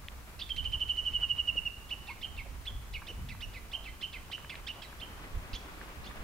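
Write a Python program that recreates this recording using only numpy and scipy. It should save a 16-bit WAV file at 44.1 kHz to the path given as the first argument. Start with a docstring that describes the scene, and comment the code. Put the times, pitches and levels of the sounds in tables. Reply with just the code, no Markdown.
"""Songbird on a windy hillside

A small bird, a little to the right, sings a fast trill, then alternates arched and falling chirps;
rising chirps open and close the song. Each note is one sweep of the syrinx, filtered by the throat
resonance and scattered by the trees. Behind it are a distant rush of air and one faint call;
close by, wind rumbles on a hand-held microphone, with a few ticks and scuffs."""
import sys
import numpy as np
from scipy import signal
from scipy.fft import rfft, irfft
from scipy.io import wavfile
from scipy.ndimage import uniform_filter1d

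SR = 44100
rng = np.random.default_rng(int(sys.argv[2]) if len(sys.argv) > 2 else 0)


def digitize_waveform(pressure):
    """Quantize a signal to 16-bit integers and store it at the path in sys.argv[1].

    Rows of a 2-D input are taken as channels; values are limited to [-1, 1].
    """
    field = np.atleast_2d(pressure).T
    bounded = np.clip(field, -1, 1)
    quanta = np.round(bounded * 32767).astype(np.int16)
    wavfile.write(sys.argv[1], SR, quanta)


N = 274743
TIME = np.arange(N) / SR
FREQ = np.maximum(np.arange(N // 2 + 1) * SR / N, 1)


def undb(db):
    """Amplitude ratio of a level in decibels."""
    return 10 ** (np.asarray(db) / 20)


def unit(x):
    """Normalisation to rms 1."""
    return x / np.sqrt(np.mean(x ** 2))


def over_log(points, hz):
    """Interpolation of (f, value) points on a logarithmic frequency axis."""
    f, value = np.transpose(points)
    return np.interp(np.log(hz), np.log(f), value)


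def bell(t, sigma):
    """Gaussian envelope of height 1 at t = 0."""
    return np.exp(-np.minimum((t / sigma) ** 2 / 2, 20))


def ease(x):
    """Raised-cosine step from 0 to 1."""
    return np.sin(np.pi / 2 * np.clip(x, 0, 1)) ** 2


def resonance(hz, width):
    """Magnitude response of a steep band-pass resonance."""
    return 1 / (1 + ((FREQ / hz - hz / FREQ) * hz / width) ** 4)


def noise(gain):
    """Spectral shaping of white noise, at rms 1."""
    return unit(irfft(rfft(rng.standard_normal(N)) * gain, N))


def drift(cutoff_hz):
    """Low-pass noise: a smooth random modulator of rms 1."""
    return noise(1 / (1 + (FREQ / cutoff_hz) ** 4))


def stereo_noise(spectrum, correlation):
    """Partial coherence: the ratio of common to opposed noise sets the channels' correlation."""
    mid, side = rfft(rng.standard_normal((2, N))) * undb(over_log(spectrum, FREQ))
    mid, side = mid * np.sqrt(1 + correlation), side * np.sqrt(1 - correlation)
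    return unit(irfft(np.array([mid + side, mid - side]), N))


def pan(db):
    """Channel gains for a level difference, left minus right."""
    return undb(np.array([[db], [-db]]) / 2)


def delay(x, s):
    """Propagation delay of s seconds."""
    return np.interp(TIME - s, TIME, x, left=0)


def tree_echoes(x, start_s, t60):
    """Scattering by trunks and branches: sparse, exponentially decaying echoes, partly coherent."""
    t = TIME[:2 * SR]
    taps = rng.standard_normal((3, len(t))) * (rng.random((3, len(t))) < .05)
    response = (taps[0] + 0.68 * taps[1:]) * np.exp(-np.log(1000) * t / t60) * (t > start_s)
    return signal.fftconvolve(x[None], unit(response) / np.sqrt(len(t)), axes=1)[:, :N]


# Spectrum of the distant air: f/Hz, relative spectral level/dB
RUSH_SPECTRUM = [(100, 5), (250, 5), (450, 1.5), (750, 0.5), (1150, 3), (1700, -1), (2500, -2.5),
                 (4000, -11.5), (6000, -19.5), (10000, -36)]
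# Likeness of its two channels: f/Hz, correlation coefficient
RUSH_CORRELATION = [(100, 0.93), (400, 0.79), (800, 0.8), (1300, 0.075), (3000, 0.31), (8000, 0.049)]


def distant_air():
    """Flow noise of air and leaves swells; a growing time difference draws it to the left."""
    swell = np.interp(TIME, [4.08, 5.73], [0, 1])
    left, right = stereo_noise(RUSH_SPECTRUM, over_log(RUSH_CORRELATION, FREQ))
    right = delay(right, s=.0001 + .00009 * swell)
    level_db = -54.5 + 6 * swell + 1.22 * drift(21.5)
    return np.array([left, right]) * undb(level_db) * pan(1.0)


# Spectrum of the microphone hiss: f/Hz, relative spectral level/dB
HISS_SPECTRUM = [(1000, -15.5), (4000, 1.5), (7000, 1), (11000, -0.5), (16000, -1)]


def microphone_hiss():
    """Self-noise: steady, broadband and almost uncorrelated between the channels."""
    return stereo_noise(HISS_SPECTRUM, correlation=0.06) * undb(-58.5)


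def whine(first_s=0.26, period_s=1.525, length_s=.33):
    """Periodic gating of narrow-band noise: a faint high whine comes and goes."""
    gate = uniform_filter1d(1. * ((TIME - first_s) % period_s < length_s), size=2000)
    return gate * noise(resonance(hz=11400, width=800)) * undb(-73.5)


# Spectrum of the buffeting: f/Hz, relative spectral level/dB
BUFFET_SPECTRUM = [(8.8, -40), (15, -3), (38, 0.5), (54, 3.5), (97, -5.5), (147, -13.5), (179, -17),
                   (211, -19), (300, -24.5), (390, -68), (660, -120)]
# Slow course of the wind: t/s, relative level/dB
GUSTS = [(0.0, -50), (0.29, -54), (0.69, -45.5), (0.99, -50), (2.27, -51.5), (2.41, -47.5), (3.42, -49.5),
         (3.61, -50), (4.56, -56.5), (5.52, -51), (5.62, -52), (6.23, -50.5)]
# Single puffs on top of it: t/s, level rise/dB, Gaussian half-width/s
WIND_PUFFS = [(2.76, 4.5, .03), (2.94, 3.5, .025), (3.25, 5, 0.052), (5.372, 17, 0.033), (5.54, 9.5, .016),
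              (6.2, 10, 0.012)]


def wind(gain_db=3, eddy_db=2, crossover_hz=115):
    """Turbulent pressure fluctuations buffet the microphone, a little more on the right."""
    gust_db = np.interp(TIME, *np.transpose(GUSTS)) + gain_db + eddy_db * drift(cutoff_hz=6)
    gust_db += sum(db * bell(TIME - s, width) for s, db, width in WIND_PUFFS)
    rumble = stereo_noise(BUFFET_SPECTRUM, correlation=over_log([(60, 0.78), (130, 0.88)], FREQ))
    rumble /= np.sqrt(uniform_filter1d(np.mean(rumble ** 2, axis=0), size=5000))  # even out its power
    # large eddies follow each gust fully, small ones only in part
    large = irfft(rfft(rumble) / (1 + (FREQ / crossover_hz) ** 6), N)
    small = rumble - large
    mean_db = np.mean(gust_db)
    small_db = mean_db + 0.57 * (gust_db - mean_db) - 1.5
    return large * undb(gust_db) * pan(-2.0) + small * undb(small_db) * pan(-0.51)


# Small dry ticks: t/s, level/dB, centre f/Hz, decay time/s
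HANDLING_TICKS = [(0.085, -32, 2540, 0.00081), (3.02, -45, 1180, 0.0053), (3.349, -46, 1110, 0.0026),
                  (4.301, -45, 870, 0.0023), (4.381, -42.5, 1460, 0.0013), (4.4468, -41.5, 1500, 0.0018),
                  (4.543, -44.5, 1400, 0.0031), (4.554, -41, 2600, 0.0031), (4.928, -46.5, 1150, 0.0024),
                  (5.814, -42.5, 1460, 0.004), (6.112, -41.5, 1390, .0008)]
# Soft scuffs and bumps: t/s, level/dB, centre f/Hz, Gaussian half-width/s
HANDLING_SCUFFS = [(1.236, -49.5, 1040, 0.01), (1.56, -46, 390, 0.0035), (2.465, -50.5, 530, 0.0052),
                   (3.108, -52, 445, 0.013), (3.27, -47, 137, 0.055), (3.786, -57, 830, 0.055),
                   (4.785, -53, 790, 0.028)]


def handling():
    """Band-limited transients of handling: ticks decay exponentially, scuffs swell and fade."""
    out = np.zeros(N)
    for s, db, hz, decay in HANDLING_TICKS:
        age = np.maximum(TIME - s, 0)
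        burst = rng.standard_normal(N) * (age > 0) * np.exp(-np.minimum(age / decay, 20))
        tick = irfft(rfft(burst) * resonance(hz, width=0.88 * hz), N)
        out += undb(db) * unit(tick) * np.sqrt(decay * SR / N)
    for s, db, hz, width_s in HANDLING_SCUFFS:
        out += undb(db) * noise(resonance(hz, width=.9 * hz)) * bell(TIME - s, width_s)
    return out * pan(.3)


def far_call(peak_s=2.101, centre_hz=944, octaves_per_s=17):
    """Exponential frequency sweep: one faint, low, upslurred whistle further off."""
    t = TIME - peak_s
    hz = centre_hz * 2 ** np.clip(octaves_per_s * t, -1, 1)
    hz *= 1 + 0.022 * drift(180)
    tone = np.sin(2 * np.pi * np.cumsum(hz) / SR)
    call = np.sqrt(2) * tone * undb(-47) * bell(t, sigma=0.011)
    return call + undb(-5) * tree_echoes(call, start_s=0.0029, t60=0.12)


def gesture(stretch, lead_s, tail_s, scoop, scoop_s, drop, drop_s, clear_s, husk, peak_s, swell_s):
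    """Frequency and amplitude modulation of one note about its pitch crest; stretch scales all times."""
    t = np.arange(-int(lead_s * stretch * SR), int(tail_s * stretch * SR)) / SR / stretch
    pitch_ratio = 1 - scoop * ease(-t / scoop_s) - drop * ease(t / drop_s)
    # the rasp clears about clear_s before the crest, down to the share husk
    rasp = husk + (1 - husk) / (1 + np.exp((t + clear_s) / 0.0022))
    return t * stretch, pitch_ratio, rasp, bell(t - peak_s, swell_s)


# Transfer function of throat and beak: f/Hz, gain/dB
THROAT_RESPONSE = [(1000, -30), (1700, -16), (2200, -10), (3000, -2.5), (3700, -3), (4700, -11.5),
                   (6000, -15), (7200, -30.5), (9500, -15.5), (13000, -41)]


def syrinx(notes, shape, waver, onset_waver, rolloff_db, rough, gape, fray_db, fray_band_hz, forest_db):
    """Source and filter: a rasp clears to a whistle, shaped by the throat. Returns (direct, forest)."""
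    out = np.zeros((2, N))
    flutter, buzz, grit = drift(220), drift(317), drift(670)
    fray = undb(fray_db) * noise(resonance(*fray_band_hz))  # centre, width
    for crest_s, crest_hz, stretch, whistle_db, overtone_db, rasp_db in notes:
        t, pitch_ratio, rasp, swell = gesture(stretch, **shape)
        i = int((crest_s + t[0]) * SR) + np.arange(len(t))
        hz = crest_hz * pitch_ratio * (1 + waver * flutter[i] + onset_waver * rasp * buzz[i])
        phase = 2 * np.pi * np.cumsum(hz) / SR
        envelope = rasp * undb(rasp_db) + (1 - rasp) * swell * undb(whistle_db)
        envelope *= np.sqrt(2) * signal.windows.tukey(len(i), .28)
        envelope *= (1 + rough * rasp * grit[i]) / np.hypot(1, rough * rasp)  # membranes beat unevenly
        note = np.sqrt(rasp) * fray[i]  # and their tone frays into noise
        for k in range(1, 5):
            clear_db = overtone_db - whistle_db + rolloff_db * (k - 2)
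            partial_db = 0 if k == 1 else (1 - rasp) * clear_db - 1.3 * rasp * (k - 2)
            throat_db = over_log(THROAT_RESPONSE, k * hz / gape)  # a wider beak lifts the resonance
            note += undb(partial_db + throat_db) * np.sin(k * phase)
        out[0, i] += envelope * note
        out[1, i] += envelope * note * undb(forest_db - 1.3 * rasp)  # whistle carries further than rasp
    return out


# Rising notes: crest t/s, crest f/Hz, stretch, source level/dB of whistle, overtone, rasp
RISING_NOTES = [(.4255, 3550, .96, -35.5, -54, -44.5), (5.562, 3454, .88, -41.5, -34, -44),
                (6.077, 3590, 1.05, -48.5, -43, -54.5)]


def rising_chirps():
    """Upward frequency sweeps that end just after the crest."""
    shape = dict(lead_s=.038, tail_s=0.0075, scoop=.62, scoop_s=0.033, drop=0.038, drop_s=0.01,
                 clear_s=0.014, husk=.03, peak_s=0.00089, swell_s=.035)
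    return syrinx(RISING_NOTES, shape, waver=0.012, onset_waver=0.0073, rolloff_db=-15, rough=0.4,
                  gape=1.017, fray_db=-11.5, fray_band_hz=(4430, 1100), forest_db=-8.5)


# Falling notes: crest t/s, crest f/Hz, stretch, source level/dB of whistle, overtone, rasp
FALLING_NOTES = [(2.083, 2800, 0.94, -37.5, -63, -50), (2.379, 2830, .88, -38, -68, -50),
                 (2.944, 2902, 0.81, -36.5, -67, -44), (3.300, 2650, .86, -43.5, -52, -42.5),
                 (3.548, 2640, 0.97, -41, -55, -51), (3.856, 2684, 1.13, -41, -55, -50),
                 (4.142, 2707, 0.87, -40, -64, -43), (4.506, 2693, 0.86, -43.5, -60, -37),
                 (4.831, 2584, 0.74, -49, -45, -44.5)]


def falling_chirps():
    """Downward frequency sweeps after a short, rough rise; the whistle swells on the descent."""
    shape = dict(lead_s=0.019, tail_s=0.043, scoop=.36, scoop_s=0.0119, drop=.235, drop_s=0.027,
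                 clear_s=0.0016, husk=0.05, peak_s=0.023, swell_s=0.02)
    return syrinx(FALLING_NOTES, shape, waver=0.022, onset_waver=0.033, rolloff_db=-4, rough=0.74,
                  gape=0.88, fray_db=-13.5, fray_band_hz=(3640, 2200), forest_db=-9.5)


# Arched notes: crest t/s, crest f/Hz, stretch, source level/dB of whistle, overtone, rasp
ARCHED_NOTES = [(1.919, 2993, 1.07, -33, -49, -48.5), (2.238, 3153, 0.98, -34.5, -53, -46),
                (2.677, 3487, .92, -37, -47, -45), (3.092, 3045, 0.96, -40.5, -43, -46.5),
                (3.431, 2954, 0.98, -40, -45, -44.5), (3.743, 3154, 1.05, -33, -46, -46.5),
                (4.037, 3100, .97, -33, -49, -42.5), (4.338, 3057, .92, -35, -45, -40.5),
                (4.695, 3004, 1.04, -37.5, -48, -38), (5.025, 3155, 1, -41, -64, -46.5)]


def arched_chirps():
    """Frequency sweeps up and down again; the whistle peaks near the crest."""
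    shape = dict(lead_s=.029, tail_s=.02, scoop=.48, scoop_s=.027, drop=0.317, drop_s=0.0378,
                 clear_s=0.0093, husk=.008, peak_s=0.0012, swell_s=0.014)
    return syrinx(ARCHED_NOTES, shape, waver=.006, onset_waver=0.022, rolloff_db=-14, rough=0.11,
                  gape=0.93, fray_db=-19.5, fray_band_hz=(3580, 2100), forest_db=-9)


# Notes of the trill: crest t/s, stretch, source level/dB of whistle
TRILL_NOTES = [(.502, 0.72, -29.5), (0.578, 0.98, -30), (.652, 0.7, -29), (.731, 0.85, -27),
               (.810, 0.83, -25.5), (.893, 0.87, -24.5), (.976, 0.9, -26.5), (1.057, 1.2, -28),
               (1.138, 1.27, -27), (1.218, 1.3, -27), (1.297, 1, -26), (1.383, 1.12, -27),
               (1.477, 0.99, -25), (1.569, .95, -27.5), (1.658, 0.95, -29)]


def trill(base_hz=3098, sharp_hz=169, settle_s=0.045, sag_hz_per_s2=150.4):
    """A nearly periodic train of sweeps whose pitch starts sharp, settles, then sags ever faster."""
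    notes = []
    for crest_s, stretch, whistle_db in TRILL_NOTES:
        age = crest_s - TRILL_NOTES[0][0]
        hz = base_hz + sharp_hz * np.exp(-age / settle_s) - sag_hz_per_s2 * age ** 2
        overtone_db = -50.5 + 6.5 * bell(age - 0.49, sigma=0.078)  # brighter in mid-phrase
        rasp_db = -37.5 - 27 * age
        notes.append((crest_s, hz, stretch, whistle_db, overtone_db, rasp_db))
    shape = dict(lead_s=.018, tail_s=0.026, scoop=.48, scoop_s=.021, drop=0.0726, drop_s=0.0264,
                 clear_s=0.0071, husk=0.0019, peak_s=0.013, swell_s=0.01)
    return syrinx(notes, shape, waver=0.0067, onset_waver=0.053, rolloff_db=-5.0, rough=0.73,
                  gape=0.95, fray_db=-18, fray_band_hz=(3680, 4700), forest_db=-9.5)


def songbird():
    """Multipath propagation: the song arrives from the right directly, off the ground and off trees."""
    direct, into_forest = rising_chirps() + trill() + arched_chirps() + falling_chirps()
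    ground = undb(-11.5) * delay(direct, s=.0125)
    trunks = undb(-5.5) * tree_echoes(direct, start_s=0.0012, t60=.09)
    grove = tree_echoes(into_forest, start_s=0.016, t60=.45)
    far_slope = .5 * tree_echoes(into_forest, start_s=0.032, t60=1.25)
    left, right = direct + ground + trunks + grove + far_slope
    return np.array([left, np.roll(right, 1)]) * pan(-6.0)


def scene():
    """Linear superposition of all sources at the microphone."""
    return songbird() + far_call() + handling() + wind() + distant_air() + microphone_hiss() + whine()


def record(dry):
    """Band limiting by a steep low-pass filter."""
    cutoff_hz, edge_hz = 15780, 60
    return irfft(rfft(dry) * np.clip((cutoff_hz - FREQ) / edge_hz + .5, 0, 1), N)


dry = scene()
out = record(dry)
digitize_waveform(out)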